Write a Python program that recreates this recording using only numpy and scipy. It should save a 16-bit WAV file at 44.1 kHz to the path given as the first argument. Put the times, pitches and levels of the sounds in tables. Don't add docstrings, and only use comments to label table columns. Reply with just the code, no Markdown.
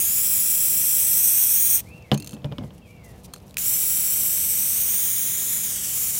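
import sys
import numpy as np
from scipy import signal
from scipy.fft import rfft, irfft
from scipy.io import wavfile
from scipy.ndimage import uniform_filter1d, map_coordinates

SR = 44100
rng = np.random.default_rng(int(sys.argv[2]) if len(sys.argv) > 2 else 0)


def digitize_waveform(pressure):
    field = np.atleast_2d(pressure).T
    bounded = np.clip(field, -1, 1)
    quanta = np.round(bounded * 32767).astype(np.int16)
    wavfile.write(sys.argv[1], SR, quanta)


def makeup_ratio(level_db):
    decades = np.asarray(level_db, float) / 20
    return 10 ** decades


N = 272979
T_S = np.arange(N) / SR


def rms_one(x):
    return x / np.sqrt(np.mean(x ** 2) + 1e-20)


def in_time(rows):
    s, *columns = np.transpose(rows)
    return [np.interp(T_S, s, c) for c in columns]


def coloured(spectrum):
    hz, db = np.transpose(spectrum)
    grid_hz = np.fft.rfftfreq(N, 1 / SR) + 1
    shape_db = np.interp(np.log(grid_hz), np.log(hz), db)
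    shape_db -= 24 * np.maximum(np.log2(hz[0] / grid_hz), 0)
    shape_db -= 24 * np.maximum(np.log2(grid_hz / hz[-1]), 0)
    return rms_one(irfft(rfft(rng.standard_normal(N)) * makeup_ratio(shape_db), N))


def drift(rate_hz):
    r = np.exp(-2 * np.pi * rate_hz / SR)
    return rms_one(signal.lfilter([1], [1, -2 * r, r * r], rng.standard_normal(N + SR))[SR:])


def band(x, low_hz, high_hz, order=2):
    edges_hz = [low_hz, min(high_hz, .45 * SR)]
    return signal.sosfilt(signal.butter(order, edges_hz, "band", fs=SR, output="sos"), x)


def puff(middle_s, length_s):
    return np.cos(np.pi * np.clip((T_S - middle_s) / length_s, -.5, .5))


def ring(clicks, hz, t60_s):
    r, w = makeup_ratio(-60 / (t60_s * SR)), 2 * np.pi * hz / SR
    return signal.lfilter([0, np.sin(w)], [1, -2 * r * np.cos(w), r * r], clicks + 1e-18)


def strike(times_s, levels_db, modes, spread_db, smear_s):
    at, out = (np.asarray(times_s) * SR).astype(int), np.zeros(N)
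    luck = rng.standard_normal((len(at), len(modes)))
    rise = np.exp(-1 / (smear_s * SR))
    for k, (hz, db, t60_s) in enumerate(modes):
        clicks = np.zeros(N)
        clicks[at] = makeup_ratio(levels_db + db + spread_db * luck[:, k])
        push = ring(clicks, hz, 7 * smear_s) * 2 * (1 - rise)
        out += ring(push, hz, t60_s)
    return out


def crack(times_s, levels_db, t60_s, low_hz, high_hz):
    clicks = np.zeros(N)
    clicks[(np.asarray(times_s) * SR).astype(int)] = makeup_ratio(levels_db)
    fading = signal.lfilter([1], [1, -makeup_ratio(-60 / (t60_s * SR))], clicks + 1e-18)
    return band(fading * rng.standard_normal(N), low_hz, high_hz)


# f/Hz, density/dB
RUMBLE = [(25, -24), (45, -4), (62, 2.5), (90, -1.5), (157, -0.5), (230, -5), (301, -11.5), (489, -14),
          (796, -17.5), (1560, -30.5), (2690, -29.5), (4500, -34), (8000, -40), (16000, -41.5)]
# f/Hz, level/dB
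HUM = [(108, -59.5), (186, -58.5), (489, -63), (610, -71), (680, -71)]
RUMBLE_DB = -46.5


def yard():
    tones = np.zeros(N)
    for hz, db in HUM:
        phase = 2 * np.pi * hz * T_S + 0.9 * drift(2.06)
        tones += makeup_ratio(db + 4 + 1.9 * drift(9.5)) * np.sin(phase)
    swell_db = 1.0 * drift(4)
    return makeup_ratio(RUMBLE_DB + swell_db) * coloured(RUMBLE) + tones


# start t/s, end t/s, top t/s, top f/Hz, level/dB
ARCHES = [
    (1.852, 2.034, 1.965, 2740, -52),
    (2.03, 2.064, 2.05, 2680, -69),
    (2.158, 2.25, 2.235, 2740, -51),
    (2.775, 2.83, 2.797, 2900, -65),
    (2.78, 2.92, 2.825, 3250, -69),
]
# start t/s, end t/s, from f/Hz, to f/Hz, level/dB
SLIDES = [
    (2.03, 2.11, 2420, 1870, -60),
    (2.26, 2.42, 2720, 2600, -63),
    (2.42, 2.69, 2620, 1900, -64),
    (2.81, 2.89, 2800, 2250, -60),
    (2.86, 2.94, 2260, 2390, -57),
    (2.93, 3.19, 2400, 1650, -61),
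    (2.89, 3.0, 2900, 2620, -66),
    (3.0, 3.2, 2750, 2720, -70),
]
ARCH_HZ_PER_S2 = 60000
BIRD_WARBLE_HZ, BIRD_ECHO_T60_S, BIRD_ECHO_DB = 35, .45, -.5


def bird():
    tunes = []
    for a, b, top_s, top_hz, db in ARCHES:
        tunes.append((a, b, np.maximum(top_hz - ARCH_HZ_PER_S2 * (T_S - top_s) ** 2, 0), db))
    for a, b, first_hz, last_hz, db in SLIDES:
        tunes.append((a, b, np.interp(T_S, [a, b], [first_hz, last_hz]), db))
    flutter_db, warble_hz = 2.1 * drift(30), BIRD_WARBLE_HZ * drift(58)
    notes = np.zeros(N)
    for a, b, hz, db in tunes:
        swell = np.sqrt(abs(puff((a + b) / 2, b - a)))
        notes += makeup_ratio(db + flutter_db) * swell * np.sin(2 * np.pi * np.cumsum(hz + warble_hz) / SR)
    tail_s = np.arange(SR // 2) / SR
    tail = rng.standard_normal(len(tail_s)) * makeup_ratio(-60 * tail_s / BIRD_ECHO_T60_S)
    tail /= np.sqrt(np.sum(tail ** 2))
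    return notes + makeup_ratio(BIRD_ECHO_DB) * signal.fftconvolve(notes, tail)[:N]


# middle t/s, length/s, level/dB, lowest f/Hz
RUSTLE = [(1.843, 0.2, -58, 3000), (1.966, 0.072, -61, 3000), (2.076, 0.09, -67, 3000),
          (2.38, .08, -70, 3000), (2.45, 0.033, -69, 5000), (2.566, 0.027, -64, 4000),
          (2.655, 0.073, -59.5, 3500), (2.75, 0.049, -63, 6000), (2.784, 0.021, -59, 4000),
          (2.895, 0.11, -61.5, 3000), (2.958, 0.045, -69, 4000), (3.054, 0.039, -51.5, 4770),
          (3.101, 0.066, -56, 4500), (3.18, 0.11, -61, 4000), (3.25, 0.038, -46.5, 3060),
          (3.363, 0.073, -61, 2980), (3.43, .04, -65, 7000), (3.495, 0.1, -60, 5000)]


def glove():
    noise = rng.standard_normal(N) * makeup_ratio(2.3 * drift(150))
    out = np.zeros(N)
    for s, length_s, db, low_hz in RUSTLE:
        out += makeup_ratio(db) * puff(s, length_s) * rms_one(band(noise, low_hz, 13700))
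    return out


# t/s, peak level/dB, ring f/Hz
NOZZLE = [(2.024, -43, 2600), (2.457, -38, 1520), (2.7806, -43, 2870), (3.3054, -54, 4240),
          (3.4017, -46, 5050), (3.4274, -49, 5580), (3.48, -45, 5880), (3.496, -44, 4040),
          (3.5089, -38, 3910), (3.5426, -33, 2510), (3.5696, -8.5, 2500), (3.5825, -14.5, 6200)]
# t/s, peak level/dB, ring f/Hz
LIFT = [
    (3.337, -28, 1250),
    (3.341, -31, 1650),
    (3.362, -34, 1310),
    (3.329, -46, 4300),
    (3.339, -30, 4300),
    (3.355, -36, 4280),
    (3.374, -40, 4300),
    (3.383, -45, 4300),
]


def nozzle():
    s, peak_db, _ = np.transpose(NOZZLE)
    out = crack(s, peak_db - 6, 0.01, 1700, 16000)
    for s, peak_db, hz in NOZZLE + LIFT:
        modes = [(hz, 0, .008), (1.98 * hz, -6, .006)]
        out += strike([s], peak_db - 4, modes, spread_db=1.5, smear_s=0.00037)
    return out


# t/s, peak level/dB
BALL = [(2.1336, -29), (2.142, -23), (2.1454, -29.5), (2.176, -24), (2.2004, -25), (2.2233, -27),
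        (2.2448, -28), (2.2623, -32), (2.2731, -23), (2.2754, -46), (2.2929, -30), (2.3084, -32),
        (2.3204, -32.5), (2.332, -35), (2.338, -35), (2.346, -38), (3.3364, -24), (3.3605, -36),
        (3.3804, -44)]
# f/Hz, level/dB, t60/s
CAN = [(1250, -15, .02), (1650, -14, .02), (2700, -10, .02), (3100, -9, .02), (4220, -1, .022),
       (4380, -2, .022), (6280, -9, .055), (6450, -9, .055), (7250, -3, .03), (8850, -3, .025),
       (10400, -5, .022), (12200, -5, .02), (14000, -11, .014)]


def mixing_ball():
    s, peak_db = np.transpose(BALL)
    tick = crack(s, peak_db - 6, .011, 1800, 15000)
    clatter = crack(s, peak_db - 15, .04, 2500, 13000)
    return tick + clatter + strike(s, peak_db - 13, CAN, spread_db=4, smear_s=0.00053)


# t/s, crack peak level/dB, table re crack level/dB
KNOCKS = [(2.1159, -11, 1), (2.122, -23, 5), (2.1456, -26.5, -1), (2.331, -36.5, 0.5), (2.3668, -47, 8),
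          (2.4196, -48, 5), (2.4444, -27, 6), (2.516, -44, 13.5), (2.5226, -33, 3), (2.583, -26.5, -2),
          (2.6094, -51, 19), (2.6362, -44, 13), (2.706, -44, 6)]
# f/Hz, level/dB, t60/s
TABLE_MODES = [(143.8, -2.5, 0.18), (163, -5, 0.085), (210.6, -6, 0.15), (252, -3, 0.044),
               (294, -11.5, 0.11), (443, -9.5, 0.05), (582, -9, 0.085), (797, -35, 0.068),
               (940, -25, 0.025), (1070, -12, 0.017), (1460, -16, 0.0086)]
# f/Hz, level/dB, t60/s
RIM_MODES = [(1220, 4, 0.007), (1610, -7, 0.013), (2970, -9, 0.044), (3180, 6.5, 0.008), (3360, 2, 0.0074),
             (3530, 0, 0.0093), (4020, -6, 0.013), (5000, -3.5, 0.0052)]
# t/s, level/dB
ROCKING = [
    (2.2, -31),
    (2.338, -32),
    (2.458, -32),
    (2.528, -34),
    (2.62, -29),
]
ROCK_RISE_DB_PER_S, ROCK_FALL_DB_PER_S = 450, 248


def set_down():
    s, peak_db, table_db = np.transpose(KNOCKS)
    rock = np.zeros(N)
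    for at, db in ROCKING:
        slope_db = np.minimum(ROCK_RISE_DB_PER_S * (T_S - at), ROCK_FALL_DB_PER_S * (at - T_S))
        rock += makeup_ratio(db + slope_db)
    rock *= rng.standard_normal(N)
    hum = sum(ring(rock, hz, t60_s) * makeup_ratio(db - 30) for hz, db, t60_s in TABLE_MODES[:5])
    boom = strike(s + .001, peak_db + table_db - 1, TABLE_MODES, spread_db=5, smear_s=0.0037)
    thud = crack(s, peak_db + table_db + 6.0, 0.086, 220, 780)
    rattle = crack(s, peak_db - 19.5, 0.11, 1400, 5600) + crack(s, peak_db - 20, 0.017, 1500, 16000)
    rim = strike(s, peak_db - 5, RIM_MODES, spread_db=1.5, smear_s=.0006)
    return boom + hum + thud + rattle + rim


def by_can(pair):
    return np.where(T_S < 2.7, *pair)


def evened(x):
    return x / np.sqrt(uniform_filter1d(x ** 2, size=SR // 8))


def reflected(x, kind, hz):
    return signal.filtfilt(*signal.butter(1, hz, kind, fs=SR), x)


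TREMBLE_CM, CM_PER_S = .06, 34300
WAVER = .12


def echo(x, cm, strength):
    late = (cm + TREMBLE_CM * drift(36)) / CM_PER_S * SR
    gain = np.clip(strength * (1 + WAVER * drift(14)), 0, 1)
    return gain * map_coordinates(x, [np.arange(N) - late], order=5, mode="nearest")


# t/s, jet level/dB
PRESSURE = [
    [(0.0, -19.5), (0.058, -20), (0.576, -19), (0.778, -19), (1.28, -16.5), (1.77, -18)],
    [(3.59, -24.5), (3.68, -20), (4.91, -21), (5.38, -23), (5.54, -22), (5.8, -28), (6.01, -23),
     (6.17, -24.5), (6.19, -23.5)],
]
USUAL_DB = -19


def pressure_db():
    return in_time(PRESSURE[0] + PRESSURE[1])[0] - USUAL_DB


VALVE_SHUT_S, VALVE_OPEN_S, SHUT_T60_S, OPEN_RISE_S = 1.805, 3.574, 0.024, 0.01
LEAK_DB, LEAK_T60_S = -24, 0.16


def valve():
    after_s = np.clip(T_S - VALVE_SHUT_S, 0, 1)
    shut = makeup_ratio(-60 * after_s / SHUT_T60_S) + makeup_ratio(LEAK_DB - 60 * after_s / LEAK_T60_S)
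    return by_can((shut, np.clip((T_S - VALVE_OPEN_S) / OPEN_RISE_S, 0, 1)))


# t/s, extra board path/cm, board echo/0-1, hand turned to microphone/0-1
HOLD = [
    [(0, 15.6, .5, 0), (.17, 13.55, .55, 0), (.3, 13.2, .52, 0), (.39, 13.65, .5, 0), (.5, 13.15, .48, 0),
     (1.12, 12.4, .54, 0), (1.28, 11.95, .62, 0), (1.52, 11.9, .6, 0), (1.67, 10.95, .55, 0),
     (1.8, 11.95, .62, 0)],
    [(3.6, 14.2, .2, 0), (3.74, 12.7, .5, 0), (3.88, 13.25, .5, 0), (4.66, 12.2, .55, 0),
     (5.0, 11.15, .45, .85), (5.4, 10.35, .33, 1), (5.6, 10.25, .3, 1), (5.9, 13.3, .16, .85),
     (6.0, 14.1, .13, 0)],
]
# f/Hz, density/dB
JET = [(3000, -43), (4600, -19), (5100, -15.5), (5600, -8.5), (7000, -3.5), (9000, -4.5), (12000, -6),
       (14500, -6.5), (16500, -3.5)]
# f/Hz, density/dB
SPLASH = [(300, -9), (600, -14.5), (1100, -9), (1700, -7), (2400, -1), (2650, -1), (3400, -1), (4200, -5),
          (4700, -5), (5500, -8)]
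JET_TRIM_DB, EASING_S, EASING_DB = 1.59, 0.046, -7
TREBLE_HZ, TREBLE_DB, TREBLE_FOLLOWS = 10000, 10.5, 2
SPLASH_DB, SPLASH_FOLLOWS, SPLASH_TURNED_DB = -41, 0.2, 1.5
SPLASH_LOW_UNTIL_S, SPLASH_LOW_DB = 3.3, -3
CIRCLE_CM, CIRCLE_S, FARTHEST_S = (.22, .1), (.186, .21), (.38, 3.87)
BRIGHT_ECHO_HZ, ECHO_GAIN, DULL_ECHO_HZ = 5000, 1.4, 6000
HAND_RATIO, HAND_ECHO, HAND_PER_CM, NEAR_CM = 1.41, (.07, .13), .09, 12.8
THUMB_RATIO, THUMB_ECHO, THUMB_LOW_HZ = 1.62, (.03, .24), 7500
WRIST_CM, WRIST_FOLLOWS, WRIST_TURNED = 5.2, 1.3, .85
FOREARM_CM, FOREARM_ECHO = 30.5, 0.043
TABLE_TOP_CM, TABLE_TOP_ECHO, TABLE_TOP_TURNED = (41.4, 45.5), 0.35, -0.26
PALM_LOW_HZ, PALM_HIGH_HZ, PALM_ECHO, PALM_TURNED = 4000, 5760, 0.27, -0.14
PALM_BEYOND_CM, PALM_FARTHEST_CM = (6.1, 4.6), (19.6, 17.2)


def spray():
    push_db = pressure_db() + JET_TRIM_DB
    push_db = push_db + by_can((EASING_DB, 0)) * np.clip(1 + (T_S - VALVE_SHUT_S) / EASING_S, 0, 1)
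    board_cm, board, turned = in_time(HOLD[0] + HOLD[1])
    circle = np.cos(2 * np.pi * (T_S - by_can(FARTHEST_S)) / by_can(CIRCLE_S))
    board_cm = board_cm + (1 - turned) * by_can(CIRCLE_CM) * circle

    sputter_db = .5 * drift(23) + 0.21 * drift(560)
    jet = coloured(JET) * makeup_ratio(sputter_db)
    treble = makeup_ratio(TREBLE_DB + TREBLE_FOLLOWS * push_db)
    jet = jet + (treble - 1) * reflected(jet, "high", TREBLE_HZ)
    splash = coloured(SPLASH) * makeup_ratio(1.3 * sputter_db + 0.63 * drift(5.1))

    bright = ECHO_GAIN * (jet + reflected(jet, "high", BRIGHT_ECHO_HZ)) / 2
    dull = reflected(reflected(jet, "low", DULL_ECHO_HZ), "low", DULL_ECHO_HZ)
    short_waves = reflected(splash, "high", 2500)

    hand = by_can(HAND_ECHO) + HAND_PER_CM * np.maximum(NEAR_CM - board_cm, 0)
    thumb_sound = reflected(bright, "high", THUMB_LOW_HZ)
    jet = jet + echo(bright, board_cm, board) + echo(bright, HAND_RATIO * board_cm, hand)
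    jet = jet + echo(thumb_sound, THUMB_RATIO * board_cm, by_can(THUMB_ECHO))

    arm_cm = np.where(turned > .4, WRIST_CM + WRIST_FOLLOWS * board_cm, FOREARM_CM)
    arm = np.maximum(WRIST_TURNED * (turned - .4) / .6, FOREARM_ECHO * (.4 - turned) / .4)
    table_top = TABLE_TOP_ECHO + TABLE_TOP_TURNED * turned
    for cm, strength in [(arm_cm, arm), (by_can(TABLE_TOP_CM), table_top)]:
        jet = jet + echo(dull, cm, strength)
        splash = splash + echo(short_waves, cm, strength)

    splash_db = SPLASH_DB + SPLASH_FOLLOWS * push_db + SPLASH_TURNED_DB * turned
    splash_db = splash_db + by_can((0, SPLASH_LOW_DB)) * (T_S < SPLASH_LOW_UNTIL_S)
    both = makeup_ratio(USUAL_DB + push_db) * evened(jet) + makeup_ratio(splash_db) * evened(splash)

    palm_band = signal.butter(2, [PALM_LOW_HZ, PALM_HIGH_HZ], "band", fs=SR, output="sos")
    palm_cm = np.minimum(board_cm + by_can(PALM_BEYOND_CM), by_can(PALM_FARTHEST_CM))
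    palm = echo(signal.sosfiltfilt(palm_band, both), palm_cm, PALM_ECHO + PALM_TURNED * turned)
    return valve() * (both + palm)


def scene():
    mono = yard() + bird() + glove() + nozzle() + mixing_ball() + set_down() + spray()
    return np.stack([mono, mono])


# t/s, middle f/Hz
FILLS = [(1.006, 9500), (1.006, 10600), (3.746, 6200), (4.28, 10500), (4.28, 15200), (4.327, 7900),
         (4.582, 8300), (4.582, 11700), (4.954, 7600), (5.557, 7550), (5.557, 12300), (5.604, 11700),
         (5.975, 11000), (6.161, 8900)]
FILL_WIDTH_HZ, FILL_DB, FILL_FOLLOWS = 1600, -31.5, 1.5


def side_noise():
    noise, parted = rng.standard_normal(N), np.zeros(N)
    for s, hz in FILLS:
        strip = band(noise, hz - FILL_WIDTH_HZ / 2, hz + FILL_WIDTH_HZ / 2, order=6)
        parted += puff(s, .046) * rms_one(strip)
    return makeup_ratio(FILL_DB + FILL_FOLLOWS * pressure_db()) * parted * [[1], [-1]]


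def low_pass(x):
    return signal.sosfilt(signal.butter(12, 17070, fs=SR, output="sos"), x)


CUTOFF_HZ, MIC_LOW_HZ = 16050, 45


def record(dry):
    steep = signal.cheby2(20, 45, CUTOFF_HZ, fs=SR, output="sos")
    mic = signal.butter(4, MIC_LOW_HZ, "high", fs=SR, output="sos")
    mix = signal.sosfilt(mic, signal.sosfilt(steep, dry + side_noise()))
    return low_pass(mix)


dry = scene()
out = record(dry)
digitize_waveform(out)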